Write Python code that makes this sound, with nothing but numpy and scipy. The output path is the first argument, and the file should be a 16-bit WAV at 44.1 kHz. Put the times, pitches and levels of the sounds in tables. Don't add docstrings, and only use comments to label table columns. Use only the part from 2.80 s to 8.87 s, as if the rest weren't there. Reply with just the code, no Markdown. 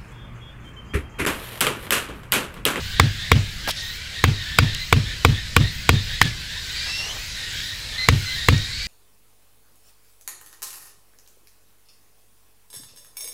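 import sys
import numpy as np
from scipy import signal
from scipy.io import wavfile
from scipy.ndimage import uniform_filter1d

SR = 44100
rng = np.random.default_rng(int(sys.argv[2]) if len(sys.argv) > 2 else 0)


def ratio_of_db(decibels):
    return 10 ** (np.asarray(decibels, float) / 20)


def waveform_to_disk(signal):
    frames = np.transpose(np.atleast_2d(signal))
    scaled = np.clip(frames, -1, 1) * 32767
    samples = np.round(scaled).astype(np.int16)
    wavfile.write(sys.argv[1], SR, samples)


N = 267687

# pitch in Hz, level in dB.
AIR_COLOUR = [(120, -63), (200, -3), (836, -12), (1350, -6), (1550, -6), (3800, -0.5), (7680, -13),
              (15800, -25)]
# pitch in Hz, level in dB.
LEAF_COLOUR = [(5000, 6), (8000, -4), (11500, -8), (13000, -12), (15800, -14)]
# time in seconds, level in dB.
GUSTS = [(0.0, -49), (0.37, -52.5), (1.08, -49.5), (1.27, -52.5), (2.89, -51), (3.13, -51.5), (3.69, -49.5),
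         (4.29, -47), (5.27, -48.5), (5.49, -46.5), (5.87, -49), (6.07, -48.5)]
# time in seconds, level in dB.
FLOCK = [(0.0, -34.5), (0.41, -34.5), (0.66, -36), (1.23, -36), (1.86, -33.5), (2.62, -35), (3.36, -32),
         (3.5, -34.5), (3.75, -34), (4.11, -29.5), (4.31, -34.5), (4.8, -31), (4.94, -34), (5.21, -33.5),
         (5.43, -31.5), (6.07, -31)]
# pitch in Hz, level in dB.
BACKGROUNDS = [
    [(1250, -31), (1480, -6), (2000, -3), (2700, -6), (3300, -5)],
    [(2700, -33), (3400, -3.5), (3900, 1), (4800, -2.5), (5800, -12.5), (8000, -13), (8800, -76)],
    [(15, -12), (42, 3), (66, 1.5), (130, -6), (200, -15), (300, -34)],
]
# start in seconds, length in seconds, level in dB.
INSECT_BURSTS = [(0, .17, -51), (.25, 0.23, -57), (.55, 0.37, -59), (1.01, 0.18, -50), (1.6, .18, -57),
                 (1.98, .15, -52), (2.416, .2, -60), (2.9, .15, -52), (3.2, 0.18, -53), (3.81, .17, -53),
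                 (4.33, .17, -52), (4.7, 0.35, -53), (5.35, .25, -51), (5.62, 0.26, -57)]
# pitch in Hz, level in dB.
WING_COLOUR = [(11800, -25), (12900, -3), (15000, 0), (15800, -2)]
# start in
# seconds, length in seconds, first and last pitch in Hz, level in dB.
FAR_CALLS = [(.36, 0.17, 1758, 1983, -46), (0.938, 0.21, 1845, 1960, -48),
             (1.328, 0.086, 1792, 1910, -45), (1.488, 0.18, 1926, 1853, -49.5),
             (1.61, 0.32, 1765, 1803, -46.5), (1.819, 0.24, 1836, 2056, -46),
             (2.246, 0.091, 1797, 1887, -45.5), (2.499, 0.11, 1767, 1870, -45),
             (2.793, 0.11, 1845, 1997, -43.5), (2.99, 0.031, 1970, 2110, -58),
             (3.12, 0.091, 1790, 1880, -44.5), (3.26, 0.15, 1856, 1927, -48),
             (3.424, .06, 1768, 1677, -39.5), (3.682, 0.14, 1780, 1903, -46.5),
             (3.864, 0.22, 1917, 1932, -48.5), (4.548, 0.15, 1850, 1896, -46),
             (4.799, 0.15, 1858, 1813, -46.5), (5.105, 0.11, 1780, 1876, -47),
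             (5.543, .13, 1841, 1883, -43.5), (0.11, 0.14, 1846, 2036, -48.5),
             (0, 0.35, 1502, 1810, -48.5), (0.268, 0.11, 1518, 1685, -52),
                  (0.557, 0.17, 1670, 1570, -67), (0.823, .1, 1560, 1770, -45.5),
                  (1.192, 0.18, 1510, 1590, -54.5), (1.6, 0.18, 1504, 1550, -53.5),
                  (2.2, 0.22, 1510, 1574, -58), (3.02, 0.081, 1450, 1580, -53),
                  (3.252, 0.13, 1510, 1946, -47.5), (3.585, 0.17, 1530, 1820, -56),
                  (3.82, .32, 1480, 1762, -50), (4.655, 0.18, 1482, 1810, -46.5),
                  (5.385, 0.22, 1444, 1814, -47.5)]
# start in seconds, length in seconds, first and last pitch in Hz, level in dB.
NEAR_CALLS = [(3.94, .13, 2300, 2480, -43.5), (4.049, .24, 2645, 2903, -40.5),
              (4.279, 0.043, 2900, 3420, -40), (5.169, 0.095, 2040, 2073, -40.5),
              (5.243, 0.033, 2070, 2480, -45), (5.446, 0.13, 2045, 2040, -45.5),
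              (5.701, .2, 1874, 1937, -47), (5.876, .07, 1965, 2310, -50), (5.916, .19, 2215, 2560, -44)]
# start in seconds, length in seconds, centre in Hz, width in octaves, level in dB.
SCRAPES = [(0.878, 0.046, 3380, 1.04, -25.5), (.872, 0.036, 586, 3, -25), (.873, .04, 11000, 0.97, -33),
           (.95, 0.078, 4170, 0.77, -34), (3.414, 0.02, 3070, 1.5, -23), (3.425, 0.093, 2920, 1.6, -33.5),
           (3.953, 0.82, 6800, 1.6, -49.5), (4.052, 0.081, 920, 1.2, -43.5), (4.137, 0.31, 790, 1.8, -43.5),
           (4.943, 0.44, 610, 1.7, -52), (0, .02, 900, 2.1, -41)]
# start in seconds, centre in Hz, level in dB.
SNAPS = [(.8742, 1500, -26), (.8745, 3200, -23), (.9095, 10000, -27), (1.9468, 10500, -38),
         (1.9478, 3800, -22), (2.953, 9000, -40), (3.4265, 10000, -28), (3.4535, 4600, -31),
         (4.803, 3200, -31), (5.779, 4200, -28)]
# start in seconds, crack peak in dB, crack pitch in Hz, thud level in dB,
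# soil tuning as a factor.
BLOWS = [(0.198, 11.5, 1865, -0.5, 1.03), (0.517, 9.5, 2010, 1, 1.02), (1.44, 6, 1880, -0.5, 1.02),
         (1.787, 12, 2260, -1, 1.07), (2.127, 10, 2170, -0.5, 1.04), (2.449, 11, 2190, 0.5, 1.03),
         (2.765, 10.5, 2260, 0, 1.06), (3.092, 11.5, 2210, -0.5, 1.001), (3.415, 9.5, 1680, -9.5, 1.19),
         (5.287, 10, 1920, 0, 1.02), (5.686, 5.5, 1850, 1.5, 1.04)]
# pitch in Hz for a 2200 Hz crack, level in dB,
# time to fade by 60 dB in seconds.
STAKE_MODES = [(479, -14.5, 0.031), (825, -8, 0.0093), (1185, -10.5, 0.016), (1470, -4, 0.0083),
               (1900, -5, 0.004), (2300, 5, 0.005), (3100, 4, 0.0045), (3700, -5, 0.005), (4500, -3, 0.004),
               (5200, -12, 0.004), (7100, -3, 0.0022), (9300, -10.5, 0.001), (13040, -17, 0.0021)]
# pitch in Hz, level in dB, time to fade by 60 dB in seconds,
# first push up (1) or down (-1).
SOIL_MODES = [(43, -25, .35, 1), (58.1, -30, .3, 1), (82.1, -7.0, .196, -1), (96.1, -1.5, .262, 1),
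              (99.6, -3.4, .171, -1), (114.7, -12.1, .33, 1), (126.5, -20.2, .233, -1),
              (143.1, -12.1, .157, 1), (200, -26, .18, 1), (218.1, -25.1, .148, -1),
              (265.4, -20.7, .137, -1), (300, -33, .12, 1), (435, -33, .1, 1)]
# delay in seconds, gain with its sign.
GROUND_WAVES = [
    (-0.0001, 1.01),
    (0.0163, 0.57),
    (0.031, 0.58),
    (0.0421, -0.61),
]
# pitch in Hz, level in dB.
SCATTER_COLOUR = [(150, -14), (300, -1), (700, -6), (1500, -3.5), (3000, 1.5), (6000, -12.5),
                  (10000, -30.5), (16000, -24)]
# pitch in Hz, level in dB.
TARP_COLOUR = [(150, 5), (300, 3), (700, -9), (1300, -10), (3000, -5.5), (6000, -15.5), (10000, -32),
               (15800, -32)]
# pitch in Hz, level in dB, time to fade by 60 dB in seconds.
GLANCE_MODES = [(1780, -3, 0.019), (1530, -10, 0.027), (3200, -8, .02)]


def evened(x):
    return x / np.sqrt(np.mean(x ** 2) + 1e-20)


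def add(mix, s, sound):
    part = mix[max(round(s * SR), 0):][:len(sound)]
    part += sound[:len(part)]


def noise(colour, patchy_db, count=N):
    hz = np.fft.rfftfreq(1024, 1 / SR)
    colour_hz, db = np.transpose(colour)
    real, imaginary, patches = rng.standard_normal((count // 256 + 6, 513, 3)).T
    patches = uniform_filter1d(patches, size=3, axis=0)
    patches = evened(uniform_filter1d(patches, size=14, axis=1))
    colour_db = np.interp(np.log(hz + 1), np.log(colour_hz + 1), db, -90, -90)[:, None]
    spectra = (real + 1j * imaginary) * ratio_of_db(colour_db + patchy_db * patches)
    sound = signal.istft(spectra, nperseg=1024, noverlap=768)[1]
    return evened(sound[600:600 + count])


def forest():
    t = np.arange(N) / SR
    flock_db = np.interp(t, *np.transpose(FLOCK)) + 34
    gust_db = np.interp(t, *np.transpose(GUSTS)) + 54
    low_band, octave_band, rumble_band = BACKGROUNDS
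    out = ratio_of_db(-40) * noise(AIR_COLOUR, patchy_db=2.9)
    out = out + ratio_of_db(-54.5 + 1.88 * gust_db) * noise(LEAF_COLOUR, patchy_db=5.0)
    out = out + ratio_of_db(-39.5 + 0.6 * flock_db) * noise(low_band, patchy_db=3.0)
    out = out + ratio_of_db(-38 + 1.52 * flock_db) * noise(octave_band, patchy_db=2.5)
    linger = ratio_of_db(0) * np.exp(-abs(t + 0.082) / 0.21)
    for s, _, _, thud_db, _ in BLOWS:
        linger = linger + ratio_of_db(thud_db) * np.exp(-abs(t - s) / 0.21) * (t > s)
    rumble_level = ratio_of_db(-40.5) + ratio_of_db(-32) * uniform_filter1d(linger, size=2000)
    return out + rumble_level * noise(rumble_band, patchy_db=1.0)


def insect():
    level = np.zeros(N)
    for s, length, db in INSECT_BURSTS:
        add(level, s, ratio_of_db(db) * signal.windows.tukey(round(length * SR), .3))
    return level * noise(WING_COLOUR, patchy_db=3.0)


def whistle(start, length, first_hz, last_hz, db, wobble, hoarse):
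    t = np.arange(0, length, 1 / SR)
    climb = (t / length) ** 2.0
    hz = first_hz + (last_hz - first_hz) * climb
    low_db = db + 0.5 * (climb - .5)
    beak_hz, beak_width_hz, beak_db = 4150, 750, 4.5
    octave_db = low_db + beak_db - 10 * np.log10(1 + ((2 * hz - beak_hz) / beak_width_hz) ** 2)
    waver, flutter, rasp = rng.standard_normal((20000, 3))[:len(t)].T
    waver = evened(uniform_filter1d(waver, size=300))
    flutter = evened(uniform_filter1d(flutter, size=200))
    rasp = evened(uniform_filter1d(rasp, size=70))
    turn = 2 * np.pi * np.cumsum(hz * (1 + wobble * waver)) / SR
    low = ratio_of_db(low_db) * np.sin(turn) * evened(1 + hoarse * flutter)
    octave = ratio_of_db(octave_db) * np.sin(2 * turn) * evened(1 + 2 * hoarse * rasp)
    return start, np.sqrt(2) * (low + octave) * signal.windows.tukey(len(t), .4)


def birds():
    out = np.zeros(N)
    for call in FAR_CALLS:
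        add(out, *whistle(*call, wobble=.022, hoarse=.8))
    for call in NEAR_CALLS:
        add(out, *whistle(*call, wobble=0.009, hoarse=0.35))
    trunks = rng.standard_normal(12000) * np.exp(-np.arange(12000) / SR / 0.033)
    echoes = signal.fftconvolve(out, trunks / np.linalg.norm(trunks))[:N]
    return ratio_of_db(5.5) * out + ratio_of_db(3.5) * echoes


def grit(length, hz, octaves):
    clicks, size, clump = rng.standard_normal((20000, 3)).T
    clump = evened(uniform_filter1d(clump, size=90))
    clicks = clicks * ratio_of_db(3.0 * size + 2.5 * clump)
    edges = np.minimum(hz * 2 ** (octaves * np.array([-.5, .5])), SR / 2 - 1000)
    b, a = signal.butter(2, edges, "bandpass", fs=SR)
    return evened(signal.lfilter(b, a, clicks)[:round(length * SR)])


def bark():
    out = np.zeros(N)
    for s, length, hz, octaves, db in SCRAPES:
        rub = grit(length, hz, octaves)
        add(out, s, ratio_of_db(db) * rub * signal.windows.tukey(len(rub), 0.52))
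    for s, hz, db in SNAPS:
        snap = grit(.004, hz, octaves=1.1)
        add(out, s, ratio_of_db(db) * snap * np.linspace(1.7, 0, len(snap)))
    return out


def ring(hz, t60, count):
    t = np.arange(count) / SR
    return np.exp(-np.log(1000) * t / t60) * np.sin(2 * np.pi * hz * t)


def crack(crack_hz, knock_db, crush):
    t = np.arange(len(crush)) / SR
    touch = 0.22 * np.exp(-((t - .0003) / 0.00036) ** 2)
    force = touch + np.exp(-((t - .0017) / 0.00057) ** 2)
    crush = (crush + .3 * rng.standard_normal(len(crush))) * force
    crush[66] += 10.3
    stake = np.zeros(2000)
    for hz, db, t60 in STAKE_MODES:
        if hz < 1400:
            db = db + knock_db
        elif hz > 1400:
            hz = hz * (crack_hz / 2200) ** .6
        stake += ratio_of_db(db) * ring(min(hz, 16000), t60, count=2000)
    out = signal.fftconvolve(crush, stake)
    return out / abs(out).max()


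def thud(tuning):
    soil = np.zeros(14000)
    for hz, db, t60, sign in SOIL_MODES:
        soil += sign * ratio_of_db(db) * ring(hz * tuning, t60, count=14000)
    out = np.zeros(18000)
    for delay, gain in GROUND_WAVES:
        add(out, delay / tuning, gain * soil)
    return out


def shiver():
    t = np.arange(9000) / SR
    late = np.maximum(t - .036, 0)
    scatter = 8.7 * np.exp(-t / 0.0057) * (t > .002) + 1.44 * np.exp(-t / 0.034)
    shake = 1.7 * (1 - np.exp(-late / 0.00071)) * np.exp(-late / 0.042) + 0.33 * np.exp(-t / 0.056)
    scattered = scatter * noise(SCATTER_COLOUR, patchy_db=4.5, count=9000)
    return scattered + shake * noise(TARP_COLOUR, patchy_db=0.5, count=9000)


def hatchet():
    out = np.zeros(N)
    crush = rng.standard_normal(150)
    for s, peak_db, hz, thud_db, tuning in BLOWS:
        knock_db = -3 + 2.2 * thud_db
        add(out, s - .0009, ratio_of_db(peak_db + 10.0) * crack(hz, knock_db, crush))
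        add(out, s, ratio_of_db(thud_db) * thud(tuning))
        add(out, s, ratio_of_db(-32.5 + 0.53 * thud_db) * shiver())
    for hz, db, t60 in GLANCE_MODES:
        add(out, 3.4165, ratio_of_db(db) * ring(hz, t60, count=3000))
    return out


def scene():
    return (forest() + insect() + birds() + bark() + hatchet())[None]


def roll_off(x):
    return signal.sosfilt(signal.butter(12, 15800, fs=SR, output="sos"), x)


def record(dry):
    clipped = np.clip(dry, -.99, .99)
    return roll_off(clipped)


dry = scene()
out = record(dry)
waveform_to_disk(out)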